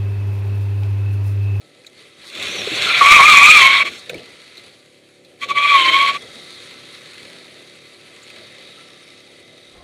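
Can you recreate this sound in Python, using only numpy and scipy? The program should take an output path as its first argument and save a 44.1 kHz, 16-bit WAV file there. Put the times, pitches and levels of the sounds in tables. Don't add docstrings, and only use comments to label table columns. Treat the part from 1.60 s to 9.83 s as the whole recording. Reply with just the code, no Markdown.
import sys
import numpy as np
from scipy import signal
from scipy.io import wavfile
from scipy.ndimage import uniform_filter1d

SR = 44100
rng = np.random.default_rng(int(sys.argv[2]) if len(sys.argv) > 2 else 0)


def level_to_linear(level):
    exponent = np.asarray(level, float) / 20
    return 10 ** exponent


def wav_out(sig):
    wavfile.write(sys.argv[1], SR, np.round(np.clip(np.atleast_2d(sig).T, -1, 1) * 32767).astype(np.int16))


N = 362943


def rms_one(x):
    return x / np.sqrt(np.mean(x ** 2) + 1e-20)


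def in_time(rows):
    s, *columns = np.transpose(rows)
    return [np.interp(np.arange(N) / SR, s, c) for c in columns]


def at_hz(points, hz):
    points_hz, points_db = np.transpose(points)
    return np.interp(np.log(hz), np.log(points_hz), points_db)


def span_of(rows):
    return slice(round(rows[0][0] * SR), round(rows[-1][0] * SR))


def drift(rate_hz, size=N):
    r = np.exp(-40 * np.pi * rate_hz / SR)
    slow = signal.lfilter([1], [1, -2 * r, r * r], rng.standard_normal(size // 20 + 2002))[2000:]
    return np.interp(np.arange(size) / 20, np.arange(len(slow)), rms_one(slow))


def resonance(x, hz, width_hz):
    r = np.exp(-np.pi * width_hz / SR)
    gain = (1 - r * r) / 2
    return signal.lfilter([gain, 0, -gain], [1, -2 * r * np.cos(2 * np.pi * hz / SR), r * r], x)


def band_noise(white, low_hz, high_hz, order):
    return signal.sosfilt(signal.butter(order, [low_hz, high_hz], "band", fs=SR, output="sos"), white)


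def bands(white, low_hz, count):
    for k in range(count):
        edges_hz = low_hz * 2 ** (np.array([k, k + 1]) / 4)
        yield np.sqrt(edges_hz.prod()), band_noise(white[k % 2], *edges_hz, order=3)


def wind():
    # start_s, level_db
    gust = [(0, -93), (8.02, -83.5), (8.1, -70), (8.16, -54), (8.23, -51.5)]
    white = rng.standard_normal(N)
    low = rms_one(band_noise(white, 20.5, 70, order=2))
    skirt = rms_one(band_noise(white, 150, 1200, order=2))
    return level_to_linear(in_time(gust)[0] + 2.0 * drift(15)) * (low + skirt)


def pump():
    # multiple, level_db
    overtones = [(1, -24), (2, -20), (3, -3.5), (4, -1), (5, -3), (6, -6.5), (7, 1), (8, -1), (9, 2),
                 (10, 5.5), (11, 3), (12, -21.5), (13, 0), (14, 4), (15, -5), (16, 4), (17, -11), (18, -14),
                 (19, -30), (20, -25), (21, -5), (22, -10), (23, -22.5)]
    # start_s, level_db
    pump_level = [(0, -56.5), (3, -56), (4.5, -51), (8.23, -53.5)]
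    stroke_hz = 35.83 * (1 + 0.0014 * drift(1.36))
    phase = 2 * np.pi * np.cumsum(stroke_hz) / SR
    tone = 0
    for k, db in overtones:
        path_rad = rng.uniform(0, 2 * np.pi) + 0.83 * drift(1.2)
        tone = tone + level_to_linear(db) * np.sin(k * phase + path_rad)
    return level_to_linear(in_time(pump_level)[0]) * rms_one(tone)


def whine():
    # start_s, length_s, from_hz, to_hz, peak_db
    chirps = [
        (0.863, 0.097, 5500, 6350, -36.5),
        (0.92, .13, 6230, 5400, -33.5),
        (1.132, 0.071, 4620, 4450, -29),
        (1.14, 0.045, 6050, 5900, -33),
        (1.338, 0.11, 753, 696, -30.5),
        (4.16, 0.26, 328.3, 318, -37),
        (8.101, .2, 1040, 1075, -56.5),
        (8.1, 0.22, 700, 730, -55),
        (7.155, 0.081, 1300, 1350, -49.5),
    ]
    out = np.zeros(N + SR)
    flutter = level_to_linear(4 * drift(60, size=N + SR))
    wander_rad = 2.0 * drift(80, size=N + SR)
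    for start_s, length_s, from_hz, to_hz, peak_db in chirps:
        span = slice(round(start_s * SR), round((start_s + length_s) * SR))
        along = np.linspace(0, 1, span.stop - span.start)
        hz = from_hz + (to_hz - from_hz) * along
        phase = 2 * np.pi * np.cumsum(hz) / SR + wander_rad[span] * hz / 6000
        out[span] += level_to_linear(peak_db) * np.sin(np.pi * along) * flutter[span] * np.sin(phase)
    return out[:N]


def knocks(events, crack):
    out, t = np.zeros(N), np.arange(6000) / SR
    noise = rng.standard_normal((len(events), len(t)))
    for (start_s, peak_db, ring_hz, t60_s), burst in zip(events, noise):
        broad = rms_one(resonance(burst, 3500, 4000))
        ring = rms_one(resonance(resonance(burst, ring_hz, .12 * ring_hz), ring_hz, .3 * ring_hz))
        decay = level_to_linear(peak_db - 0.5 - 60 * t / max(t60_s, .005))
        hit = decay * np.minimum(t / 0.0028, 1) * (crack * broad + ring)
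        at = round(start_s * SR)
        out[at:at + len(t)] += hit[:N - at]
    return out


def grit_ticks():
    # start_s, peak_db, ring_hz, t60_s
    ticks = [(0.2154, -45, 4250, 0.036), (0.2454, -39, 1450, 0.025), (.2458, -39, 2400, .025),
             (.272, -42, 2200, 0.035), (.262, -42, 6900, 0.061), (0.2648, -28, 3980, 0.033),
             (0.364, -48, 1920, 0.04), (0.824, -16, 3700, 0.04), (2.31, -36, 2450, .02),
             (2.4932, -18.5, 3900, 0.029), (2.4945, -20, 2480, 0.047), (2.497, -27, 1630, 0.048),
             (2.542, -24.5, 2280, 0.037), (2.5795, -28, 2850, 0.032), (2.968, -35, 4060, 0.14),
             (3.6461, -39, 4060, 0.057), (3.7765, -43, 2220, 0.04), (6.628, -44, 7000, 0.088),
             (6.64, -38, 2900, .025), (6.7, -31, 2400, 0.033), (6.76, -38, 2200, .03),
             (7.4, -48, 2300, 0.046), (8.1783, -40, 3820, 0.023)]
    return knocks(ticks, crack=0.32)


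def thumps():
    # start_s, peak_db, ring_hz, t60_s
    blows = [(.755, -31, 327, 0.066), (.885, -32, 250, .06), (1.07, -18.5, 414, 0.066),
             (1.115, -23, 304, 0.068), (1.24, -24, 520, .05), (2.496, -28, 536, 0.087),
             (2.529, -23, 480, 0.073), (2.55, -32.5, 325, 0.08), (2.589, -39, 377, 0.08),
             (2.974, -42, 373, 0.08), (4.619, -32, 450, 0.13)]
    return knocks(blows, crack=.02)


def rumble(level_db, deep_db):
    # hz, density_db per Hz
    shell_spectrum = [(20, -24.5), (45, -27), (70, -11), (136, -5.5), (280, -5.5), (400, -1), (640, -4.5),
                      (780, -12.5), (1000, -6.5)]
    white, together, out = rng.standard_normal((2, N)), drift(3.5), 0
    for hz, band in bands(white, 21, count=22):
        drive_db = level_db if hz > 65 else deep_db + 22.0
        lumps_db = 1.9 * together + 2.0 * drift(8.1)
        out = out + band * level_to_linear(at_hz(shell_spectrum, hz) + drive_db + 15.5 + lumps_db)
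    return out


def road():
    # start_s, level_db
    roll = [(0, -58.5), (.2, -56), (.31, -58.5), (.4, -49.5), (.52, -55), (2.31, -41.5), (2.45, -46),
            (2.85, -49), (2.99, -47), (3.32, -58), (3.76, -58), (4.6, -44), (5.5, -44.5), (6.39, -50),
            (6.8, -46.5), (7.4, -49), (7.7, -52.5), (8.23, -54.5)]
    # start_s, level_db
    slides = [
        [(.5, -61), (.82, -26.5), (1.06, -27.5), (1.3, -18), (1.5, -14), (2.0, -13), (2.2, -19), (2.272, -25),
         (2.3, -36), (2.4, -41.5)],
        [(3.79, -62), (3.83, -26.5), (3.97, -24), (4.2, -18), (4.49, -19), (4.56, -23), (4.585, -47)],
    ]
    # start_s, end_s, roar_db, heave_db, top_db
    shifts = [
        (0.75, 1.3, 7.5, -4.0, 2),
        (1.405, 2.073, -2, 22.0, 6.5),
        (2.238, 2.48, 4.5, 10.0, 1),
        (2.489, 2.623, 18, 38, -2),
        (2.63, 2.773, 6, 15.0, -0.5),
        (3.8, 3.947, -1, 3.0, .5),
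        (4.546, 5.32, 2, 15, -0.5),
        (5.6, 6.05, 2.5, -3, .5),
        (6.7, 7.4, 2, 4.0, -0.5),
    ]
    edge_s = 0.074
    power = level_to_linear(2 * in_time(roll)[0])
    for rows in slides:
        span = span_of(rows)
        power[span] += level_to_linear(2 * in_time(rows)[0][span])
    hiss_db, t = 10 * np.log10(power), np.arange(N) / SR
    shift_db = np.zeros((3, N))
    for start_s, end_s, *dbs in shifts:
        inside = np.clip(np.minimum(t - start_s, end_s - t) / edge_s + .5, 0, 1)
        shift_db += np.outer(dbs, inside)
    swing_db = hiss_db + 55
    top_db = -6.0 - 0.31 * swing_db + shift_db[2]
    roar_db = -54.0 + 0.46 * swing_db + shift_db[0]
    heave_db = -88.5 + 0.38 * swing_db + shift_db[1]
    return hiss_db, top_db, roar_db, heave_db


def scrub(hiss_db):
    boom = rms_one(resonance(rng.standard_normal(N), 612, 100))
    return level_to_linear(np.minimum(hiss_db, -20) * 1.47 - 10.0) * boom


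def panel_song(white):
    panel_hz = [1172, 1312, 2055, 2560, 3355, 3750, 4500, 4710, 5320, 6000, 6400, 9035, 9865]
    # width_hz, level_db
    panels = [(30, -15), (24.73, -11.5), (109, -4), (50, -12), (91, -6.5), (236, 0), (253, -19), (110, -4),
              (150, -11), (120, -12), (120, -19), (170, -15), (45, -24)]
    # start_s, level_db
    singing = [(0, -2), (2.4, 1), (3.8, -6.5), (4.6, 2.5), (5.5, -4), (8.23, 2.5)]
    singing_db, = in_time(singing)
    out = 0
    for hz, (width_hz, db) in zip(panel_hz, panels):
        width_hz = max(width_hz, hz / 70)
        song = rms_one(resonance(resonance(white, hz, width_hz), hz, 2 * width_hz))
        out = out + level_to_linear(db - 17.0 + singing_db + 1.46 * drift(2.4)) * song
    return out


def tread(hiss_db, top_db):
    # hz, density_db per Hz
    rolling_spectrum = [(850, -9.5), (1100, -12), (1500, -11), (2050, -3.5), (3000, -5.5), (3800, -8.5),
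                        (4400, -1.5), (5200, -19.5), (7000, -21), (9500, -22), (10900, -22), (12300, -33),
                        (15500, -49)]
    # hz, density_db per Hz
    spinning_spectrum = [(850, -18), (1100, -11), (1500, -9), (1900, -8), (2400, 2.5), (3000, -5.5),
                         (3700, -0.5), (4400, -3), (5200, -11.5), (6300, -14), (9700, -22.5),
                         (12000, -26.5), (15500, -48.5)]
    hiss_db = np.maximum(hiss_db, -61)
    slip = np.clip((hiss_db + 44.5) / 6.0, 0, 1)
    grain = level_to_linear(6.5 * np.minimum(rng.exponential(1, N), 5))
    grit = grain * (rng.random(N) < 1500.0 / SR) * rng.choice([-1, 1], N)
    white = rng.standard_normal((3, N)) + 0.47 * rms_one(grit)
    rolling, spinning = 0, [0, 0]
    together_db = 0.6 * drift(9) + .8 * drift(35)
    for hz, band in bands(white, 840, count=17):
        top = int(hz > 5000)
        band = band * level_to_linear(together_db + 1.2 * drift(12) + top * (top_db + 10.5))
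        rolling = rolling + level_to_linear(at_hz(rolling_spectrum, hz)) * band
        spinning[top] = spinning[top] + level_to_linear(at_hz(spinning_spectrum, hz) - 3.0) * band
    arch = signal.cheby1(6, 1, 4400, fs=SR, output="sos")
    spinning = signal.sosfilt(arch, spinning[0]) + spinning[1]
    rolling = rolling + panel_song(white[2])
    return level_to_linear(hiss_db + 14.5) * (np.sqrt(1 - slip) * rolling + np.sqrt(slip) * spinning)


def shudder():
    grips = [
        (2.242, -13.5, 0.015),
        (3.87, -17, 0.028),
        (3.939, -12.5, 0.024),
        (4.008, -4, 0.026),
        (4.073, -2, 0.024),
        (4.241, -2.5, 0.017),
        (4.314, -5, 0.017),
        (4.386, -3, 0.035),
        (4.457, -5, 0.035),
        (4.529, -10, 0.034),
    ]
    t = np.arange(N) / SR
    return level_to_linear(sum(db * np.exp(-.5 * ((t - s) / (width_s / 2)) ** 2) for s, db, width_s in grips))


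def ribs(hz, level_db, scatter_rad, strands):
    size = len(hz)
    phase = 2 * np.pi * np.cumsum(hz) / SR
    note = 0
    for ratio, db in strands:
        wander_rad = scatter_rad * (drift(25, size=size) + .42 * drift(220, size=size))
        note = note + level_to_linear(db + 4.7 * drift(11.8, size=size)) * np.sin(ratio * phase + wander_rad)
    note = note / np.sqrt(uniform_filter1d(note ** 2, size=3000))
    return level_to_linear(level_db + 2.0 * drift(50, size=size)) * note * signal.windows.tukey(size, .03)


def squeal():
    # start_s, pitch_hz, level_db, upper_db
    squeals = [
        [(1.265, 1420, -24, -37), (1.31, 1365, -23, -18), (1.385, 1400, -25.5, -17), (1.42, 1390, -30, -14)],
        [(1.404, 1050, -7, -19), (1.548, 1217, -10, -4), (1.608, 1072, -8.5, -13), (1.68, 1245, -9, -6.5),
         (1.76, 1126, -12.5, -7.5), (1.84, 1145, -10.5, -4.5), (1.925, 1281, -13.5, -5.5),
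         (2.025, 1069, -13.5, -8.5), (2.298, 1143, -24.5, -17.5)],
        [(3.808, 1123, -45, -35), (3.835, 1130, -23, -24), (3.965, 1145, -12.5, -15), (4.1, 1158, -15, -14),
         (4.155, 1108, -8, -18), (4.24, 1045, -17, -17), (4.42, 1116, -8.5, -14.5), (4.5, 1114, -10.5, -14.5),
         (4.582, 1163, -23, -23)],
    ]
    # scatter_rad, upper_follow (rising pitch, 0-1), third_db (under second)
    kinds = [(1.63, 0.04, -11.5), (0.94, .5, -15.5), (0.21, .7, -8)]
    # pitch_ratio, level_db
    upper_strands = [(1.0, 2), (1.01, 0), (.9, -10), (1.075, -5), (.95, -8.5)]
    first_strands = [(1, -5), (1, -1.0), (1, 2.5), (1.0, 18.5)]
    catch_shares, catch_s = [0, .25, .03], .013
    rest_hz, second_hz, third_hz = 1140, 2300, 3300
    sag_follows = .95
    lock_hz, lock_width_hz, lock_peak_db = 1075, 56, 7.0
    let_go_db, let_go_s = -26, 0.0098
    out = np.zeros(N)
    for rows, (scatter_rad, follows, third_db), catch in zip(squeals, kinds, catch_shares):
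        span = span_of(rows)
        hz, tone_db, upper_db = [c[span] for c in in_time(rows)]
        bend = 1 + np.where(hz > rest_hz, follows, sag_follows) * (hz / rest_hz - 1)
        lock_db = lock_peak_db * np.exp(-((hz - lock_hz) / lock_width_hz) ** 2)
        t = np.arange(len(hz)) / SR
        hz = hz * (1 + catch * np.exp(-t / catch_s))
        fade_db = let_go_db * np.exp(-t[::-1] / let_go_s)
        tone_db, upper_db = tone_db + fade_db, upper_db + fade_db
        out[span] += ribs(hz, tone_db, scatter_rad, first_strands)
        out[span] += ribs(second_hz * bend, upper_db, 0.81 + .7 * scatter_rad, upper_strands)
        third_level_db = upper_db + third_db + lock_db
        out[span] += ribs(third_hz * np.minimum(bend, 1), third_level_db, 1.6, upper_strands[:2])
    return out


def scene():
    hiss_db, top_db, roar_db, heave_db = road()
    body = rumble(roar_db, heave_db) + pump() + whine() + grit_ticks() + thumps()
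    bite = shudder()
    tyre = bite * tread(hiss_db, top_db) + scrub(hiss_db)
    tyre = tyre + bite ** 1.94 * squeal()
    return (wind() + body + tyre)[None]


def low_pass(x):
    return signal.sosfilt(signal.butter(12, 15670, fs=SR, output="sos"), x)


def record(dry):
    # hz, width_hz, depth (0-1)
    housing_dips = [(894, 167, 0.77), (2820, 148, 0.51), (4785, 1270, 0.56), (5890, 210, 0.74),
                    (11400, 1500, 0.43)]
    x = dry
    for hz, width_hz, depth in housing_dips:
        x = x - np.clip(depth, 0, 1) * resonance(x, hz, width_hz)
    x = signal.sosfilt(signal.ellip(12, .2, 50, 15000, fs=SR, output="sos"), x)
    ceiling = .99 + .015 * np.sign(x)
    x = x / (1 + np.abs(x / ceiling) ** 24) ** (1 / 24)
    return low_pass(x)


dry = scene()
out = record(dry)
wav_out(out)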